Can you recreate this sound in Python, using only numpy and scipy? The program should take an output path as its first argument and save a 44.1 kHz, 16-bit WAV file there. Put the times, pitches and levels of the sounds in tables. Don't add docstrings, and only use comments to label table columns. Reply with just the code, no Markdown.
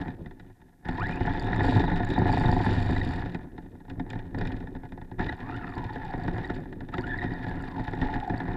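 import sys
import numpy as np
from scipy import signal
from scipy.io import wavfile
from scipy.ndimage import uniform_filter1d

SR = 44100
rng = np.random.default_rng(int(sys.argv[2]) if len(sys.argv) > 2 else 0)


def generate_wav(signal):
    frames = np.transpose(np.atleast_2d(signal))
    scaled = np.clip(frames, -1, 1) * 32767
    pcm = np.round(scaled).astype(np.int16)
    wavfile.write(sys.argv[1], SR, pcm)


N = 377496

# (f/Hz, bandwidth/Hz, level/dB)
PANEL_MODES = [(715.2, 29.8, 2), (871.7, 44.2, 2), (990.6, 73.5, -7.5), (1463, 105, -9), (1679, 76.5, -3),
               (1856, 198, -4.5)]
# (f/Hz, bandwidth/Hz, level/dB)
TRIM_MODES = [(2420, 136, 11.5), (2906, 265, 5.5), (3660, 310, 9), (4430, 320, 2), (4590, 670, -1.5)]
RUN_SPREAD_DB, CRACK_SPREAD_DB = -0.5, 3.5


def amp(db):
    return 10 ** (np.asarray(db) / 20)


def rms_one(x):
    return x / np.sqrt(np.mean(x ** 2) + 1e-20)


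def in_time(rows):
    s, *columns = np.transpose(rows)
    return [np.interp(np.arange(N) / SR, s, column) for column in columns]


def drift(rate_hz):
    r = np.exp(-2 * np.pi * rate_hz / SR)
    noise = rng.standard_normal(N + SR)
    settled = signal.lfilter([1], [1, -2 * r, r * r], noise)[SR:]
    return rms_one(settled)


def grains(per_s, spread_db):
    size_db = spread_db * np.minimum(rng.exponential(1, N), 4)
    sizes = amp(size_db) * rng.standard_normal(N)
    return sizes * (rng.random(N) < per_s / SR)


def shell(force, modes, leak_db, edge_hz):
    out = amp(leak_db) * force
    for k, (hz, width_hz, level_db) in enumerate(modes):
        r = np.exp(-np.pi * width_hz / SR)
        b = (1 - r * r) / 2 * np.array([1, 0, -1])
        a = [1, -2 * r * np.cos(2 * np.pi * hz / SR), r * r]
        ring = signal.lfilter(b, a, force + 1e-18)
        out = out + (-1) ** k * amp(level_db) * ring
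    return signal.sosfilt(signal.butter(3, edge_hz, "band", fs=SR, output="sos"), out)


def frame(force):
    # (f/Hz, bandwidth/Hz, level/dB)
    frame_modes = [(21.7, 8.2, 1), (108, 20.4, 1), (173.8, 17.1, -4.5), (261.5, 28.8, -1.5),
                   (373.7, 23, -12.5)]
    return shell(force, frame_modes, leak_db=-15.5, edge_hz=[14, 430])


def panels(force):
    return shell(force, PANEL_MODES, leak_db=-26.5, edge_hz=[450, 2100])


def big_panels(force):
    return shell(force, PANEL_MODES[:3], leak_db=-28.5, edge_hz=[450, 1200])


def small_panels(force):
    return shell(force, PANEL_MODES[3:], leak_db=-40.5, edge_hz=[1200, 2100])


def trim(force):
    return shell(force, TRIM_MODES, leak_db=-44, edge_hz=[2100, 5600])


def small_parts(force):
    # (f/Hz, bandwidth/Hz, level/dB)
    tick_modes = [(7070, 430, 0.5), (9700, 6000, -9.5)]
    return shell(force, tick_modes, leak_db=-15.5, edge_hz=[5200, 12000])


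def gear_levels():
    # (t/s, rumble level/dB)
    rumble_curve = [(0, -28), (.15, -39.5), (.42, -51), (.82, -56.5), (.87, -36.5), (1.0, -36),
                    (1.6, -24.5), (1.86, -26.5), (2.0, -31), (2.25, -24), (2.6, -28.5), (2.7, -25),
                    (3.19, -34.5), (3.86, -49), (3.9, -37), (4.31, -41), (4.4, -29), (4.62, -39),
                    (5.17, -50.5), (5.2, -26), (5.36, -41.5), (5.5, -35), (5.9, -37.5), (6.3, -34.5),
                    (6.91, -38.5), (7.3, -33.5), (7.97, -39), (8.03, -25.5), (8.25, -36), (8.56, -33.5)]
    # (start t/s, end t/s, grind at middling rumble/dB)
    load_spans = [(0, 0.045, -46), (0.846, 3.208, -39), (4.094, 4.215, -49.5), (4.379, 4.517, -45.5),
                  (5.185, 6.484, -42.5), (6.921, 8.56, -42.5)]
    middling_db = -33
    grind_follows, coast_follows = 0.55, 0.48
    coast_db = -57.5
    snatch_db, snatch_s = 5.5, 0.027
    unload_db_per_s = 62

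    t, (rumble_db,) = np.arange(N) / SR, in_time(rumble_curve)
    swing_db = rumble_db - middling_db
    grind_db = coast_db + coast_follows * swing_db
    for start, end, level_db in load_spans:
        jolt_db = snatch_db * np.exp(-np.abs(t - start) / snatch_s)
        fade_db = unload_db_per_s * np.maximum(t - end, 0)
        loaded_db = level_db + grind_follows * swing_db + jolt_db - fade_db
        grind_db = np.where(t >= start, np.maximum(grind_db, loaded_db), grind_db)
    return rumble_db, uniform_filter1d(grind_db, size=600)


def shudder_db():
    # (start t/s, end t/s, strength/dB)
    shudder_spans = [(1.62, 1.828, 13.5), (2.285, 3.206, 10.5)]
    edge_s = 0.052
    t = np.arange(N) / SR
    shake_db = np.zeros(N)
    for start, end, level_db in shudder_spans:
        inside = np.minimum(t - start, end - t)
        shake_db += level_db * np.clip(inside / edge_s + .5, 0, 1)
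    return shake_db


def running_gear():
    spray_at_ref_db, grind_ref_db = -58.5, -40.5
    spray_follows, spray_shake = 0.93, 0.39
    rumble_db, grind_db = gear_levels()
    spray_db = spray_at_ref_db + spray_follows * (grind_db - grind_ref_db) + spray_shake * shudder_db()

    bumps = drift(15.5)
    lumps = grains(2500, spread_db=1.5) * amp(1.48 * bumps + 2.36 * drift(16.8))
    teeth = grains(1800, spread_db=3.0) * amp(0.92 * bumps + 1.7 * drift(43))
    snow = grains(1200, spread_db=1.5) * amp(0.68 * bumps + 2.45 * drift(54))
    rumble = amp(rumble_db) * rms_one(frame(lumps))
    grind = amp(grind_db) * rms_one(panels(teeth))
    spray = amp(spray_db) * rms_one(trim(snow))
    return rumble + grind + spray


def ticks():
    ticks_per_s = 101
    tap_db, grind_ref_db, tap_follows = -34, -37.5, 1
    tap_spread_db, tap_s = 6, 0.00079
    chatter_db = -31

    shake_db, grind_db = shudder_db(), gear_levels()[1]
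    beats = np.arange(1, N / SR * ticks_per_s - 1)
    jitter, hardness, miss = rng.standard_normal((len(beats), 3)).T
    at = ((beats + .12 * jitter) / ticks_per_s * SR).astype(int)
    lands = miss < shake_db[at] / 5 - .8
    lands &= grind_db[at] > -52
    taps = np.zeros(N)
    taps[at] = lands * amp(tap_spread_db * np.minimum(hardness, 1.5))

    decay = signal.lfilter([.3], [1, -np.exp(-1 / (tap_s * SR))], taps + 1e-18)
    ragged = decay * rng.standard_normal(N)
    force = ragged + amp(chatter_db + shake_db) * grains(4200, spread_db=2.5)
    upper_trim = shell(force, TRIM_MODES[3:], leak_db=-28, edge_hz=[3000, 5700])
    gain_db = tap_db + tap_follows * (grind_db - grind_ref_db)
    return amp(gain_db) * (small_parts(force) + amp(15) * upper_trim)


def single_knocks():
    # (t/s, nominal peak level/dB, crack relative to the peak/dB)
    knock_rows = [(0.08, -22.5, -27), (0.259, -29.5, -24.5), (0.852, -27, -26), (0.886, -17, -22),
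                  (0.979, -22, -27), (1.092, -17, -29), (1.207, -17, -29.5), (2.002, -14, -44),
                  (2.102, -25, -14), (2.661, -12, -30), (2.889, -13.5, -44), (3.135, -25, -22),
                  (3.258, -24.5, -24), (3.346, -21, -21), (3.579, -27, -26.5), (3.803, -38.5, -41),
                  (3.88, -33.5, -37), (3.899, -34, -12), (3.996, -21.5, -26), (4.063, -34, -31),
                  (4.102, -33.5, -6.5), (4.131, -24, -24), (4.155, -26, -27), (4.19, -29.5, -20),
                  (4.345, -21.5, -28.5), (4.411, -19.5, -20.5), (4.452, -21.5, -24), (4.472, -30.5, -9.5),
                  (4.519, -29, -16), (4.564, -35.5, -16), (4.602, -36, -16.5), (4.685, -47, -24),
                  (4.762, -31.5, -26), (4.852, -32.5, -26), (4.975, -29.5, -31), (5.046, -41, -23),
                  (5.193, -15, -28), (5.208, -26.5, -16.5), (5.228, -26, -22), (5.264, -25, -18),
                  (5.293, -26, -18.5), (5.324, -23.5, -20.5), (5.765, -23.5, -39), (5.957, -20.5, -27.5),
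                  (6.136, -18, -32), (6.279, -14.5, -29), (6.381, -25.5, -20.5), (6.5, -18.5, -24.5),
                  (6.562, -29, -21), (6.655, -32, -34), (6.94, -21, -20.5), (6.981, -16.5, -24),
                  (7.238, -20, -22.5), (7.465, -22, -27), (7.511, -21, -30), (7.793, -18, -31.5),
                  (7.878, -20.5, -23.5), (7.933, -20, -27), (8.014, -19, -20), (8.139, -19.5, -21),
                  (8.297, -17, -28.5), (8.401, -19, -24), (8.483, -20.5, -31)]
    return list(knock_rows)


def repeated_knocks():
    # (first t/s, last t/s, knocks/count, gap growth a knock/ratio,
    #              nominal peak level/dB, loss a knock/dB, crack relative to the peak/dB)
    run_rows = [(.309, .615, 4, 1.16, -34, 3, -25), (1.604, 1.916, 9, 1.0, -11, .4, -38),
                (2.177, 2.602, 12, 1.0, -12.5, 0, -44), (3.66, 3.85, 3, 1.08, -38, .5, -28),
                (4.671, 5.113, 6, 1.06, -28.5, 0, -27), (6.725, 6.886, 3, 1.0, -28, 2, -23)]
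    rows = []
    for first, last, count, growth, peak_db, loss_db, crack_db in run_rows:
        k = np.arange(round(count))
        elapsed = np.cumsum(growth ** k) - 1
        times = first + (last - first) * elapsed / elapsed[-1]
        a, b = rng.standard_normal((len(k), 2)).T
        peaks_db = peak_db - loss_db * k + RUN_SPREAD_DB * a
        rows += zip(times, peaks_db, crack_db + CRACK_SPREAD_DB * b)
    return rows


def stray_knocks():
    strays_per_s = 14
    over_grind_db, stray_crack_db = 9, -17
    count, grind_db = round(strays_per_s * N / SR), gear_levels()[1]
    times, chance = rng.uniform(0, N / SR, count), rng.standard_normal((count, 2))
    rows = []
    for s, (a, b) in zip(times, chance):
        peak_db = grind_db[int(s * SR)] + over_grind_db + RUN_SPREAD_DB * a
        rows.append((s, peak_db, stray_crack_db + CRACK_SPREAD_DB * b))
    return rows


def knocks():
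    s, peak_db, crack_db = np.transpose(single_knocks() + repeated_knocks() + stray_knocks())
    out, age = np.zeros(N), np.arange(2500) / SR
    # (part struck, share of the crack it takes, tail/s, blow height over the tail, gain/dB)
    parts = [(frame, .1, .012, 3.0, 22), (big_panels, -.15, .006, 25.0, -3),
             (small_panels, .4, .008, 6.0, 16), (trim, 1, .006, 4.0, 3),
             (small_parts, 1.5, .0007, 3.0, 6)]
    for part, hardness, tail_s, blow, gain_db in parts:
        force = np.zeros(N + 2500)
        pushes = rng.choice([-1, 1], (len(s), 2500)) * np.exp(-age / tail_s)
        pushes[:, 0] = blow
        levels_db = peak_db + hardness * crack_db + gain_db
        for at, level_db, push in zip((s * SR).astype(int), levels_db, pushes):
            force[at:at + 2500] += amp(level_db) * push
        out += part(force[:N])
    return out


def motor():
    # (t/s, gear mesh f/Hz, whine level before the shell/dB)
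    throttle_bursts = [
        [(.95, 700, -50), (.99, 950, -35), (1.025, 1480, -30), (1.11, 2320, -39), (1.21, 2920, -48),
         (1.38, 3580, -49), (1.75, 3830, -43), (2.0, 3750, -44), (2.35, 3880, -47), (3.0, 3680, -54),
         (3.3, 2580, -78)],
        [(5.36, 800, -70), (5.42, 1000, -44), (5.5, 1250, -37), (5.56, 1420, -42), (5.67, 1320, -39),
         (5.8, 970, -45), (5.97, 880, -48), (6.15, 760, -48), (6.35, 650, -57)],
        [(6.95, 650, -52), (6.985, 780, -43), (7.03, 1300, -39), (7.09, 1720, -39), (7.23, 1940, -42),
         (7.42, 1810, -47), (7.6, 1380, -47), (7.76, 920, -45), (7.9, 800, -52), (8.15, 880, -45),
         (8.45, 620, -46)],
    ]
    # (multiple of the wheel rate, level relative to the hum gain/dB)
    hum_partials = [(1, -8.5), (2, -31.5), (3, -3), (4, 3.5), (5, -21), (6, -8.5), (7, -19), (10, -18),
                    (11, -5.5)]
    teeth_per_turn = 150
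    teeth_per_shaft_turn = 14
    octave_db = -12
    hum_db, top_mesh_hz, hum_speed_power = -41.5, 4070, 2.2

    whine, hum = np.zeros(N), np.zeros(N)
    t, unsteady, flutter = np.arange(N) / SR, drift(90), drift(50)
    for burst in throttle_bursts:
        mesh_hz, whine_db = in_time(burst)
        on = (t > burst[0][0]) & (t < burst[-1][0])
        mesh_hz = uniform_filter1d(mesh_hz, size=1200)
        turns = 2 * np.pi * np.cumsum(mesh_hz) / SR / teeth_per_turn
        wavering_hz = mesh_hz * (1 + .015 * np.sin(turns) + 0.03 * unsteady)
        mesh = 2 * np.pi * np.cumsum(wavering_hz) / SR
        shaft_swell = 1 + .7 * np.sin(mesh / teeth_per_shaft_turn)
        tone = np.sin(mesh) + amp(octave_db) * np.sin(2 * mesh)
        whine += on * amp(whine_db + 5.5 * flutter) * shaft_swell * tone

        speed_gain = (mesh_hz / top_mesh_hz) ** hum_speed_power
        starts = rng.uniform(0, 2 * np.pi, len(hum_partials))
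        for (k, level_db), start in zip(hum_partials, starts):
            hum += on * speed_gain * amp(level_db) * np.sin(k * turns + start)
    ringing_whine = amp(6.5) * panels(whine) + amp(-16) * trim(whine)
    return ringing_whine + amp(hum_db + shudder_db()) * hum


def squeaks():
    # (t/s, f/Hz, level of the fundamental/dB, length between the 1/e points/s)
    squeak_rows = [(2.968, 1960, -28.5, 0.0091), (3.017, 1900, -26.5, 0.0066), (5.294, 1920, -26, 0.0078),
                   (6.449, 1900, -32, 0.0095), (6.5, 1415, -32, 0.0047), (6.942, 1304, -28, 0.0075)]
    out, t = np.zeros(N), np.arange(N) / SR
    for s, hz, level_db, length_s in squeak_rows:
        near = slice(round((s - .08) * SR), round((s + .08) * SR))
        phase = 2 * np.pi * hz * t[near]
        swell = np.exp(-(2 * (t[near] - s) / length_s) ** 2)
        octave_db = -21.5 + 7.4 * (hz > 1800)
        out[near] += amp(level_db) * swell * (np.sin(phase) + amp(octave_db) * np.sin(2 * phase))
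    return out


def scene():
    return (running_gear() + ticks() + knocks() + motor() + squeaks())[None]


def record(dry):
    hiss_db, hiss_hz, cutoff_hz = -75.5, 3000, 14500
    high_pass = signal.butter(1, hiss_hz, "high", fs=SR, output="sos")
    hiss = signal.sosfilt(high_pass, rng.standard_normal(dry.shape))
    top_cut = signal.cheby2(16, 40, cutoff_hz, fs=SR, output="sos")
    return signal.sosfilt(top_cut, dry + amp(hiss_db) * hiss)


dry = scene()
out = record(dry)
generate_wav(out)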